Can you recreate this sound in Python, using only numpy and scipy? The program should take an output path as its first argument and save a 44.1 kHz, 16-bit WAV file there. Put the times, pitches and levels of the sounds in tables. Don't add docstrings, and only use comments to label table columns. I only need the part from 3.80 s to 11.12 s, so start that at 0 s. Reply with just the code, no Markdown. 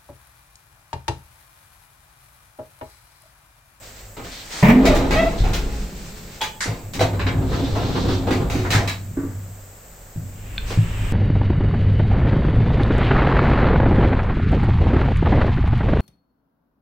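import sys
import numpy as np
from scipy import signal
from scipy.fft import rfft, irfft, next_fast_len
from scipy.io import wavfile
from scipy.ndimage import uniform_filter1d

SR = 44100
rng = np.random.default_rng(int(sys.argv[2]) if len(sys.argv) > 2 else 0)


def wav_out(sig):
    wavfile.write(sys.argv[1], SR, np.round(np.clip(np.atleast_2d(sig).T, -1, 1) * 32767).astype(np.int16))


N = 322941
T = np.arange(N) / SR

# frequency in Hz, relative level in dB, t60 in seconds.
LANDING_DOOR_MODES = [(139.8, -3, 0.33), (439, -25, 1.2), (647, -32, 1.3), (902, -13, 0.067),
                      (1827, -16, 0.15), (1960, -13.5, 0.11), (2100, -18, 0.052), (2350, -11.5, 0.039),
                      (2750, -32, 0.05)]
# start in seconds, level in dB, contact time in ms.
SLAMS = [(.827, -3, 0.59), (.886, -11, 0.036)]
# start in seconds, level in dB.
BOUNCES = [(0.828, -7), (0.882, -7), (0.917, -8), (.957, -8), (.996, -18)]
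BOOM_LOOSE_HZ, BOOM_SEATED_HZ, BOOM_SEATING_S, BOOM_T60_S = 186.4, 281.2, 0.1117, .15
# frequency in Hz, relative level in dB.
CRASH_SPECTRUM = [(40, -2), (130, -3), (270, 13), (400, -3), (600, 9.5), (850, 1), (1100, 2), (1400, -9.5),
                  (2100, 1), (2900, -10), (3600, -19.5), (6000, -25.5), (10000, -35.5), (15000, -26)]
# start in seconds, level in dB, brightness in dB per octave, ring time in seconds.
CRASHES = [(.826, -15.5, 0.54, 0.55), (.883, -13.5, 0.7, 0.15)]
SQUEAK_HARMONICS_DB = [0, -12, -9, -14, -18]
# start in seconds, length in seconds, first pitch in Hz, last pitch in Hz,
# level in dB, brightness in dB per octave.
SQUEAKS = [(1.066, 0.026, 630, 680, -12.5, -5), (1.098, 0.018, 610, 620, -10, -7),
           (1.117, 0.034, 610, 600, -13, -5), (1.345, 0.07, 622, 664, -12.5, -0.5),
           (1.42, 0.023, 660, 662, -11.5, -3.5), (1.443, 0.045, 664, 668, -19, -6),
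           (1.632, 0.04, 720, 762, -25, -6)]
SQUEAK_ATTACK_SHARE, SQUEAK_RELEASE_S = 0.7, 0.007
# frequency in Hz, relative level in dB.
SHAKE_SPECTRUM = [(50, -2), (100, -18), (150, -0.5), (200, -1.5), (270, -17), (400, -10.5), (800, -28),
                  (2000, -89)]
# centre in Hz, width in Hz, gain in dB.
SHAKE_PEAKS = [(200, 19, 4.3), (429, 15, 7)]
SHAKE_S, SHAKE_RISE_S, SHAKE_T60_S, SHAKE_RATTLE_DB, SHAKE_DRONE_DB = 0.873, 0.17, 1.94, -16.5, -22
# frequency in Hz, relative level in dB.
SWISH_SPECTRUM = [(500, 3), (1400, 1.5), (2200, 4), (3200, 0), (4300, 2.5), (6000, -0.5), (8000, -3),
                  (11000, -23), (15000, -16.5)]
# start in seconds, length in seconds, level in dB.
SWISHES = [(0, 0.2, -44), (0.414, 0.33, -41), (0.692, 0.1, -30.5), (1.026, 1.56, -44), (6.857, 0.015, -33)]
SWISH_RISE_S, SWISH_T60_S = 0.037, 0.55

# frequency in Hz, relative level in dB, t60 in seconds.
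DOOR_ARM_MODES = [(501, 7.5, 0.14), (617, 8.5, 0.083), (715, 13.5, 0.031), (907, -6, 0.14)]
# start in seconds, level in dB, contact time in ms.
ARM_HITS = [(3.194, -33, .1), (3.21, -21, .1), (3.219, -26, 0.11), (4.151, -40, .1), (4.472, -35, 0.11)]
# time in seconds, share of full speed.
DOOR_SPEED = [(3.15, 0.46), (3.35, 0.15), (3.55, 0.74), (3.75, 0.95), (4.35, 0.96), (4.5, 0.85),
              (4.92, 0.43), (5.15, 0.057)]
ROLLER_DB, ROLLER_POWER = -27.5, 0.74
SLIDE_DB, SLIDE_POWER = -31, 14.8
RUMBLE_DB, RUMBLE_POWER = -22.5, 0.55
DOOR_SWAY_DB = -35.5
# frequency in Hz, relative level in dB.
RATTLE_SPECTRUM = [(120, -37), (200, -22.5), (262, -2.5), (572, -9.5), (1120, -17), (1740, -23.5),
                   (3990, -36), (7800, -47), (9000, -73), (11700, -99)]
# centre in Hz, width in Hz, gain in dB.
PANEL_PEAKS = [(110, 6.6, 9), (268.9, 22, 12.5), (365, 17, 7), (483, 59, 4), (690.5, 7.6, 11), (819, 23, 6),
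               (1115, 16, -12.5), (1300, 52, -2), (1800, 420, -3), (3850, 590, 5)]
# frequency in Hz, relative level in dB.
BUMP_SPECTRUM = [(100, -5), (270, 2.5), (450, 2), (650, -13), (900, -6.5), (1300, -12.5), (2200, -21.5),
                 (4000, -22), (9000, -45)]
# start in seconds, level in dB, brightness in dB per octave, ring time in seconds.
BUMPS = [(3.326, -27, -1.2, 0.3), (3.716, -25, -0.2, 0.35), (3.95, -26, 1, 0.82),
         (4.149, -21.5, -0.4, 0.26), (4.235, -20, -4, 0.34), (4.279, -24, 1.5, 0.28),
         (4.467, -19.5, -1.1, 0.32), (4.601, -22.5, -3, 0.32)]
# frequency in Hz, relative level in dB, t60 in seconds.
DOOR_PANEL_MODES = [(257, 1, 0.087), (301, -1.5, 0.14), (367, -3, 0.14)]
# start in seconds, level in dB, contact time in ms.
PANEL_THUDS = [(3.605, -21, 1), (4.284, -17.5, .8), (4.508, -14, .5), (4.749, -17, .8)]
# frequency in Hz, relative level in dB.
TRACK_SPECTRUM = [(25, -32), (45, 0), (60, 13), (85, -19), (140, -0.5), (200, -20), (500, -54)]
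# frequency in Hz, relative level in dB.
SLIDE_SPECTRUM = [(600, -68), (1500, 5.5), (2800, 3), (3900, 13.5), (4600, 4.5), (5500, 4), (8000, -8.5),
                  (12000, -37)]
# start in seconds, length in seconds, level in dB.
SCRAPES = [(0.506, 0.11, -40.5), (1.571, 0.033, -34.5)]
SCRAPE_RISE_S, SCRAPE_T60_S = .015, 0.24
# start in seconds, mean pitch in Hz, level in dB.
JUDDERS = [(3.95, 692, -22.5), (4.152, 879, -27), (4.468, 763, -27.5)]

# start in seconds,
# level in dB before band offsets and gain, brightness in dB per octave,
# ring time in seconds before the band multipliers.
KNOCKS = [(0.367, -34.5, -4, 0.31), (1.054, -23, 0, 0.17), (1.098, -23.5, -4.5, 0.86), (1.149, -36, 2, 0.2),
          (1.308, -21, -2.6, 0.56), (1.637, -30.5, -3, 1), (2.857, -30.5, -3, 0.43),
          (3.135, -40, 2.5, 0.18), (3.193, -26.5, -1.5, 0.13), (3.206, -21.5, -2, 0.21),
          (4.507, -25.5, -2, 0.29), (4.699, -33, 0.1, 0.78), (4.94, -27, 0, 0.11), (4.979, -25, -3.5, 0.25),
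          (6.904, -31.5, -2, 0.14)]
# start in seconds,
# level in dB before band offsets and gain, brightness in dB per octave.
CLINKS = [(1.733, -33.5, 0), (2.613, -29.5, -1), (2.807, -42.5, -4.5), (4.904, -24.5, -1.5),
          (5.075, -30.5, -1)]
BAND_CENTRES_HZ = [150, 600, 2300, 7500]
BAND_RING_RATIOS = [2.22, 1.43, 1.25, 1.2]
KNOCK_BANDS_DB = [-6, 1, 2, -3]
CLINK_BANDS_DB = [-25, -4, 7, 3.5]
CATCH_BANDS_DB = [-15, 5.5, 7.5, -26]
CLINK_T60_S, CATCH_T60_S = 0.22, 0.17
# frequency in Hz, level in dB above a pink tilt.
CAR_SPECTRUM = [(70, -5), (110, -1), (280, -4.5), (450, 2.5), (680, 0.5), (1400, 1), (2100, 8), (3500, 0.5),
                (7000, 6), (10500, -4.5), (15000, 1.5)]

# frequency in Hz, relative level in dB, t60 in seconds.
LATCH_MODES = [(860, 7.5, 0.21), (925, -7, 0.072), (986, -6, 0.15), (2390, -3, 0.061), (2980, 0, 0.07),
               (3347, 8, 0.077)]
# start in seconds, level in dB, contact time in ms.
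LATCH_HITS = [(2.609, -33, 0.087), (2.619, -26.5, 0.088)]
# frequency in Hz, relative level in dB, t60 in seconds.
CATCH_MODES = [(1076, 7, 0.032), (1630, 10, 0.028), (1780, -1, 0.057)]
# start in seconds, level in dB,
# contact time in ms.
CATCH_HITS = [(0.447, -49.5, .05), (3.394, -36, 0.049), (3.466, -33, 0.056)]
# frequency in Hz, relative level in dB.
CLACK_SPECTRUM = [(150, -19), (700, -7), (1050, -0.5), (1700, 4.5), (2100, 6.5), (2600, -10), (3500, -5),
                  (4500, -4.5), (7500, -6), (10000, -19), (15000, -33)]
# start in seconds, level in dB,
# brightness in dB per octave, ring time in seconds.
CLACKS = [(2.805, -23, 1, 0.25), (4.847, -26.5, -9.5, 0.14), (4.928, -21, -2.5, 0.3),
          (5.369, -33, -12.5, 0.89)]
# frequency in Hz, relative level in dB, t60 in seconds.
RELAY_MODES = [(1560, -9.5, 0.037), (2450, -1, 0.012), (3530, 1, 0.018), (4280, -3.5, 0.013)]
# start in seconds, level in dB, contact time in ms.
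RELAY_HITS = [(6.78, -16.5, 0.044)]
# frequency in Hz, relative level in dB, t60 in seconds.
LOCK_MODES = [(275, 11, 0.19), (342, 7.5, 0.17), (420, 1.7, 0.14), (624, -6, 0.11), (1157, -8, 0.18),
              (1518, -7, 0.13)]
# start in seconds, level in dB, contact time in ms.
LOCK_HITS = [(5.37, -29, 0.89), (5.431, -33.5, 1)]
# frequency in Hz, relative level in dB, t60 in seconds.
CAR_FLOOR_MODES = [(108.8, 3, 0.3), (137, -4.5, 0.14), (163.7, -2.5, 0.28)]
# start in seconds, level in dB, contact time in ms.
JOLTS = [(1.602, -18, 2.5), (1.694, -25, 3.2), (2.879, -20.5, 1.1), (3.238, -20.5, 5.1), (3.571, -13, 5.5),
         (4.95, -11, 5.1), (6.361, -25, 1.5), (6.975, -8.5, 3.2)]

MOTOR_ON_S, MOTOR_RISE_S, MOTOR_OFF_S, MOTOR_T60_S, MOTOR_DB = 2.97, 0.17, 5.51, 1.36, -33.5
MOTOR_HUM_HZ, MOTOR_HUM_DB = 97.3, -33
HOIST_ON_S, HOIST_RISE_S, HOIST_DB, GEAR_DB, HOIST_SWAY_DB = 6.464, 0.85, -26.5, -35, -26.5
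HOIST_HUM_HZ, HOIST_HUM_DB = 102, -30
BRAKE_S, BRAKE_T60_S, BRAKE_DB = 6.35, 1.35, -29
# start in seconds, level in dB.
LURCHES = [(.83, -20), (1.08, -15.5), (1.588, -14), (6.782, -24.5)]
LURCH_RISE_S, LURCH_HOLD_S, LURCH_T60_S = 0.012, 0.036, 1.7
REST_SWAY_DB, REST_DRONE_DB = -47, -49
# frequency in Hz, relative level in dB.
SWAY_SPECTRUM = [(12, -17.5), (24, -5.5), (34, -2.5), (52, -2.5), (75, -20), (130, -27), (400, -100)]
# frequency in Hz, relative level in dB.
DRONE_SPECTRUM = [(40, -4.5), (70, -6), (100, 5), (135, -4), (175, -3.5), (260, -10.5), (600, -37.5),
                  (2000, -100)]
# centre in Hz, width in Hz, gain in dB.
CAR_AIR_PEAKS = [(101.5, 21, 7.5), (163, 22, 4)]
# frequency in Hz, relative level in dB.
TRAVEL_SPECTRUM = [(120, -7), (220, -15), (400, -4), (750, -11), (1500, -11), (2800, -9), (4200, -23),
                   (6500, -28), (8200, -17), (9500, -45)]
# frequency in Hz, relative level in dB.
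AIR_SPECTRUM = [(30, -25), (100, -47), (200, -15), (370, -9), (550, -4), (1000, -14.5), (1700, -14.5),
                (3700, -23.5), (6200, -20.5), (7700, -9.5), (9500, -29.5), (12000, -28.5), (14400, -13.5),
                (16000, -25)]
TOP_HZ = 15900


def undb(db):
    return 10 ** (np.asarray(db) / 20)


def unit(x):
    return x / np.sqrt(np.mean(x ** 2) + 1e-20)


def curve(rows, axis=1):
    rows = np.array(rows)
    return np.interp(T, rows[:, 0], rows[:, axis])


def colour(x, points, panels=()):
    size = next_fast_len(x.shape[-1] + 8192) // 2 * 2
    f = np.arange(size // 2 + 1) * SR / size + 1
    hz, db = np.transpose(points)
    shape_db = np.interp(np.log(f), np.log(hz), db)
    for centre, width, peak_db in panels:
        shape_db = shape_db + peak_db / (1 + (2 * (f - centre) / width) ** 2)
    cepstrum = irfft(np.log(undb(shape_db)))
    cepstrum[1:size // 2] *= 2
    cepstrum[size // 2 + 1:] = 0
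    response = np.exp(rfft(cepstrum))
    return irfft(rfft(x, size) * response, size)[..., :x.shape[-1]]


def spread(mid, side):
    side_spectrum = [(50, -26), (150, -16), (350, -11), (700, -8),
                     (1300, -1), (2600, -4), (5500, -3.5), (10000, -.5)]
    side = colour(side, side_spectrum)
    return np.array([mid + side, mid - side])


def noise(size):
    return spread(*rng.standard_normal((2, size)))


def walk(rate_hz):
    k = int(SR / rate_hz)
    steps = np.repeat(rng.standard_normal(N // k + 1), k)
    return 1.3 * uniform_filter1d(uniform_filter1d(steps, k), k)[:N]


def fade(t, t60_s):
    return np.exp(-np.log(1000) * t / max(t60_s, .005))


def swell(start_s, rise_s, length_s, t60_s):
    attack = np.clip((T - start_s) / max(rise_s, .002), 0, 1)
    return attack * fade(np.maximum(T - start_s - length_s, 0), t60_s)


def ring_out(build_s, hold_s, t60_s):
    t = T[:SR]
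    return (1 - np.exp(-t / max(build_s, 1 / SR))) * fade(np.maximum(t - hold_s, 0), t60_s)


def together(*levels):
    return np.sqrt(sum(level ** 2 for level in levels))


def add(out, s, x):
    i = max(int(s * SR), 0)
    out[..., i:i + x.shape[-1]] += x[..., :N - i]


def cabin(x, wet_db, t60_s=0.38):
    t = T[:SR]
    tail_spectrum = [(100, -3.5), (300, 4.5), (700, 9.5), (5000, 9.5), (14000, -14.0)]  # Hz, dB
    tail = colour(noise(SR), tail_spectrum) * fade(t, t60_s) * (t > .003)
    reflections = signal.fftconvolve(x[None], unit(tail) / np.sqrt(SR), axes=1)[:, :N]
    return x + undb(wet_db) * reflections


def ripple(depth_db, count=260):
    db = depth_db * rng.uniform(-1.6, 1.6, count) * np.minimum(1, 8 * np.hanning(count))
    level_db = db - 10 * np.log10(np.mean(undb(db) ** 2))
    return np.column_stack([np.geomspace(400, 10000, count), level_db])


def struck(modes, blows, wet_db):
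    out, t = np.zeros(N), T[:SR]
    for s, db, contact_ms in blows:
        for k, (hz, mode_db, t60_s) in enumerate(modes):
            softness = 1 + (hz * contact_ms / 1000) ** 2
            gain = (-1) ** k * undb(db + mode_db) / softness
            add(out, s, gain * fade(t, t60_s) * np.sin(2 * np.pi * hz * t))
    return cabin(out, wet_db)


def clatter(points, blows, build_s, hold_s, ripple_db):
    out = np.zeros((2, N))
    for s, db, bright, t60_s in blows:
        tilted = [(hz, level + bright * np.log2(hz)) for hz, level in points]
        ring = unit(colour(colour(noise(SR), tilted), ripple(ripple_db)))
        add(out, s, undb(db) * ring_out(build_s, hold_s, t60_s) * ring)
    return out


def rub(points):
    patches = []
    for shift in (.93, 1.07):
        shifted = [(hz * shift, db) for hz, db in points]
        patches.append(colour(noise(N), shifted) * undb(2.2 * walk(25)))
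    return unit(sum(patches))


def door_boom(build_s=0.0019, hold_s=0.017, wet_db=-7, lower_ratio=.81, lower_db=-7):
    since_s = np.maximum(T - BOUNCES[0][0], 0)
    hz = BOOM_SEATED_HZ + (BOOM_LOOSE_HZ - BOOM_SEATED_HZ) * np.exp(-since_s / BOOM_SEATING_S)
    size = np.zeros(N)
    for s, db in BOUNCES:
        add(size, s, undb(db) * ring_out(build_s, hold_s, BOOM_T60_S))
    phase = 2 * np.pi * np.cumsum(hz * (1 + .012 * walk(90))) / SR
    modes = np.sin(phase) + undb(lower_db) * np.sin(lower_ratio * phase)
    return cabin(size * modes, wet_db)


def landing_door_slam():
    ringing = struck(LANDING_DOOR_MODES, SLAMS, wet_db=0.5)
    crash = clatter(CRASH_SPECTRUM, CRASHES, build_s=0.00086, hold_s=0.021, ripple_db=3.0)
    return ringing + door_boom() + crash


def squeak(wet_db=-9):
    jitter, flutter = 1 + .009 * walk(260), undb(2 * walk(120))
    out = np.zeros(N)
    for s, length_s, first_hz, last_hz, db, bright in SQUEAKS:
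        t = T[T < length_s]
        hz = np.linspace(first_hz, last_hz, len(t)) * jitter[int(s * SR):][:len(t)]
        phase = 2 * np.pi * np.cumsum(hz) / SR
        attack = t / (SQUEAK_ATTACK_SHARE * length_s)
        release = (length_s - t) / SQUEAK_RELEASE_S
        shape = np.clip(np.minimum(attack, release), 0, 1)
        tone = sum(undb(part_db + bright * np.log2(k + 1)) * np.sin((k + 1) * phase)
                   for k, part_db in enumerate(SQUEAK_HARMONICS_DB))
        add(out, s, undb(db) * shape * tone)
    return cabin(out * flutter, wet_db)


def shaking(t60_s):
    return swell(SHAKE_S, SHAKE_RISE_S, SHAKE_RISE_S, t60_s)


def wall_hum(t60_s=4.27):
    return unit(colour(noise(N), SHAKE_SPECTRUM, SHAKE_PEAKS)) * undb(SHAKE_DRONE_DB) * shaking(t60_s)


def swishes():
    levels = [undb(db) * swell(s, SWISH_RISE_S, length_s, SWISH_T60_S) for s, length_s, db in SWISHES]
    return rub(SWISH_SPECTRUM) * together(*levels)


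def door_speed():
    moving = (T > DOOR_SPEED[0][0]) * (T < DOOR_SPEED[-1][0])
    return np.maximum(curve(DOOR_SPEED), 0) * moving


def rollers(bump_t60_s=0.13, soft_s=0.0038):
    bumps = (rng.random(N) < 70 / SR) * undb(1.2 * rng.standard_normal(N))
    bump = (1 - np.exp(-T[:SR] / soft_s)) * fade(T[:SR], bump_t60_s)
    energy = np.abs(signal.fftconvolve(bumps ** 2, bump ** 2)[:N])
    lumps = np.sqrt(energy / energy.mean() + 1)
    rattle = unit(colour(noise(N) * lumps, RATTLE_SPECTRUM, PANEL_PEAKS))
    after_slam = undb(SHAKE_RATTLE_DB) * shaking(SHAKE_T60_S)
    rolling = undb(ROLLER_DB) * door_speed() ** ROLLER_POWER
    return rattle * together(after_slam, rolling)


def track_bumps():
    grinding = clatter(BUMP_SPECTRUM, BUMPS, build_s=0.0037, hold_s=0.027, ripple_db=5)
    return grinding + struck(DOOR_PANEL_MODES, PANEL_THUDS, wet_db=-1.0)


def track_rumble(rumble_db=-28, uneven_db=2):
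    boom = unit(colour(noise(N), TRACK_SPECTRUM))
    return boom * undb(rumble_db + uneven_db * walk(7.6)) * door_speed() ** RUMBLE_POWER


def sliding():
    scrapes = [undb(db) * swell(s, SCRAPE_RISE_S, length_s, SCRAPE_T60_S) for s, length_s, db in SCRAPES]
    return rub(SLIDE_SPECTRUM) * together(*scrapes, undb(SLIDE_DB) * door_speed() ** SLIDE_POWER)


def judders(build_s=0.017, hold_s=0.014, t60_s=0.17, wet_db=-4):
    out = np.zeros(N)
    for s, hz, db in JUDDERS:
        phase = 2 * np.pi * np.cumsum(hz * (1 + .1 * walk(300)[:SR])) / SR
        add(out, s, undb(db) * ring_out(build_s, hold_s, t60_s) * np.sin(phase))
    return cabin(out, wet_db)


def knocks(build_s=0.00017, hold_s=0.024, gain_db=-2, ripple_db=4.0):
    out = np.zeros((2, N))
    edges_hz = np.sqrt(np.multiply(BAND_CENTRES_HZ[1:], BAND_CENTRES_HZ[:-1]))
    pink_tilted = [(hz, db - 10 * np.log10(hz)) for hz, db in CAR_SPECTRUM]
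    field = colour(noise(N), pink_tilted, PANEL_PEAKS)
    bands = []
    for edge_hz in edges_hz:
        bands.append(signal.sosfilt(signal.butter(4, edge_hz, fs=SR, output="sos"), field))
        field = signal.sosfilt(signal.butter(4, edge_hz, "high", fs=SR, output="sos"), field)
    bands = [unit(band) for band in bands + [field]]
    octaves = np.log2(np.divide(BAND_CENTRES_HZ, BAND_CENTRES_HZ[1]))
    blows = [(s, db + bright * octaves + KNOCK_BANDS_DB, t60_s) for s, db, bright, t60_s in KNOCKS]
    blows += [(s, db + bright * octaves + CLINK_BANDS_DB, CLINK_T60_S) for s, db, bright in CLINKS]
    blows += [(s, np.add(db, CATCH_BANDS_DB), CATCH_T60_S) for s, db, _ in CATCH_HITS]
    starts = rng.integers(0, N - SR, len(blows))
    for (s, bands_db, t60_s), start in zip(blows, starts):
        blow = sum(undb(gain_db + db) * ring_out(build_s, hold_s, t60_s * ratio) * band[:, start:start + SR]
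                   for band, db, ratio in zip(bands, bands_db, BAND_RING_RATIOS))
        add(out, s, colour(blow, ripple(ripple_db)))
    return out


def latches():
    clacks = clatter(CLACK_SPECTRUM, CLACKS, build_s=0.00089, hold_s=0.032, ripple_db=0.0)
    latch = struck(LATCH_MODES, LATCH_HITS, wet_db=-9.0)
    return latch + struck(CATCH_MODES, CATCH_HITS, wet_db=-0.5) + clacks


def hum(hz):
    phase = 2 * np.pi * np.cumsum(hz * (1 + .006 * walk(3))) / SR
    return unit(undb(walk(6)) * np.sin(phase))


def car_body():
    speed, hoist = door_speed(), np.clip((T - HOIST_ON_S) / HOIST_RISE_S, 0, 1)
    motor = swell(MOTOR_ON_S, MOTOR_RISE_S, MOTOR_OFF_S - MOTOR_ON_S, MOTOR_T60_S)
    brake = swell(BRAKE_S, LURCH_RISE_S, LURCH_RISE_S, BRAKE_T60_S)
    lurches = [undb(db) * swell(s, LURCH_RISE_S, LURCH_HOLD_S, LURCH_T60_S) for s, db in LURCHES]
    swaying = together(undb(REST_SWAY_DB), undb(DOOR_SWAY_DB) * speed, undb(HOIST_SWAY_DB) * hoist, *lurches)
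    droning = together(undb(REST_DRONE_DB), undb(MOTOR_DB) * motor,
                       undb(RUMBLE_DB) * speed ** RUMBLE_POWER, undb(BRAKE_DB) * brake, undb(HOIST_DB) * hoist)
    sway = unit(colour(noise(N), SWAY_SPECTRUM)) * swaying
    drone = unit(colour(noise(N), DRONE_SPECTRUM, CAR_AIR_PEAKS)) * droning
    gear = unit(colour(noise(N), TRAVEL_SPECTRUM)) * undb(GEAR_DB) * hoist
    motor_hum = hum(MOTOR_HUM_HZ) * undb(MOTOR_HUM_DB) * motor
    hoist_hum = hum(HOIST_HUM_HZ) * undb(HOIST_HUM_DB) * hoist
    return sway + drone + gear + motor_hum + hoist_hum


def air(air_db=-45.5):
    return unit(colour(noise(N), AIR_SPECTRUM)) * undb(air_db)


def scene():
    landing_door = landing_door_slam() + squeak() + wall_hum()
    arm = struck(DOOR_ARM_MODES, ARM_HITS, wet_db=-6.5)
    car_doors = arm + rollers() + track_bumps() + track_rumble() + sliding() + judders()
    relay = struck(RELAY_MODES, RELAY_HITS, wet_db=-15.5)
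    lock = struck(LOCK_MODES, LOCK_HITS, wet_db=-4)
    floor = struck(CAR_FLOOR_MODES, JOLTS, wet_db=-2)
    blows = knocks() + latches() + relay + lock + floor
    return landing_door + swishes() + car_doors + blows + car_body() + air()


def record(dry):
    rounded = dry / (1 + dry ** 4) ** .25
    return signal.sosfilt(signal.ellip(10, .2, 80, TOP_HZ, fs=SR, output="sos"), rounded)


dry = scene()
out = record(dry)
wav_out(out)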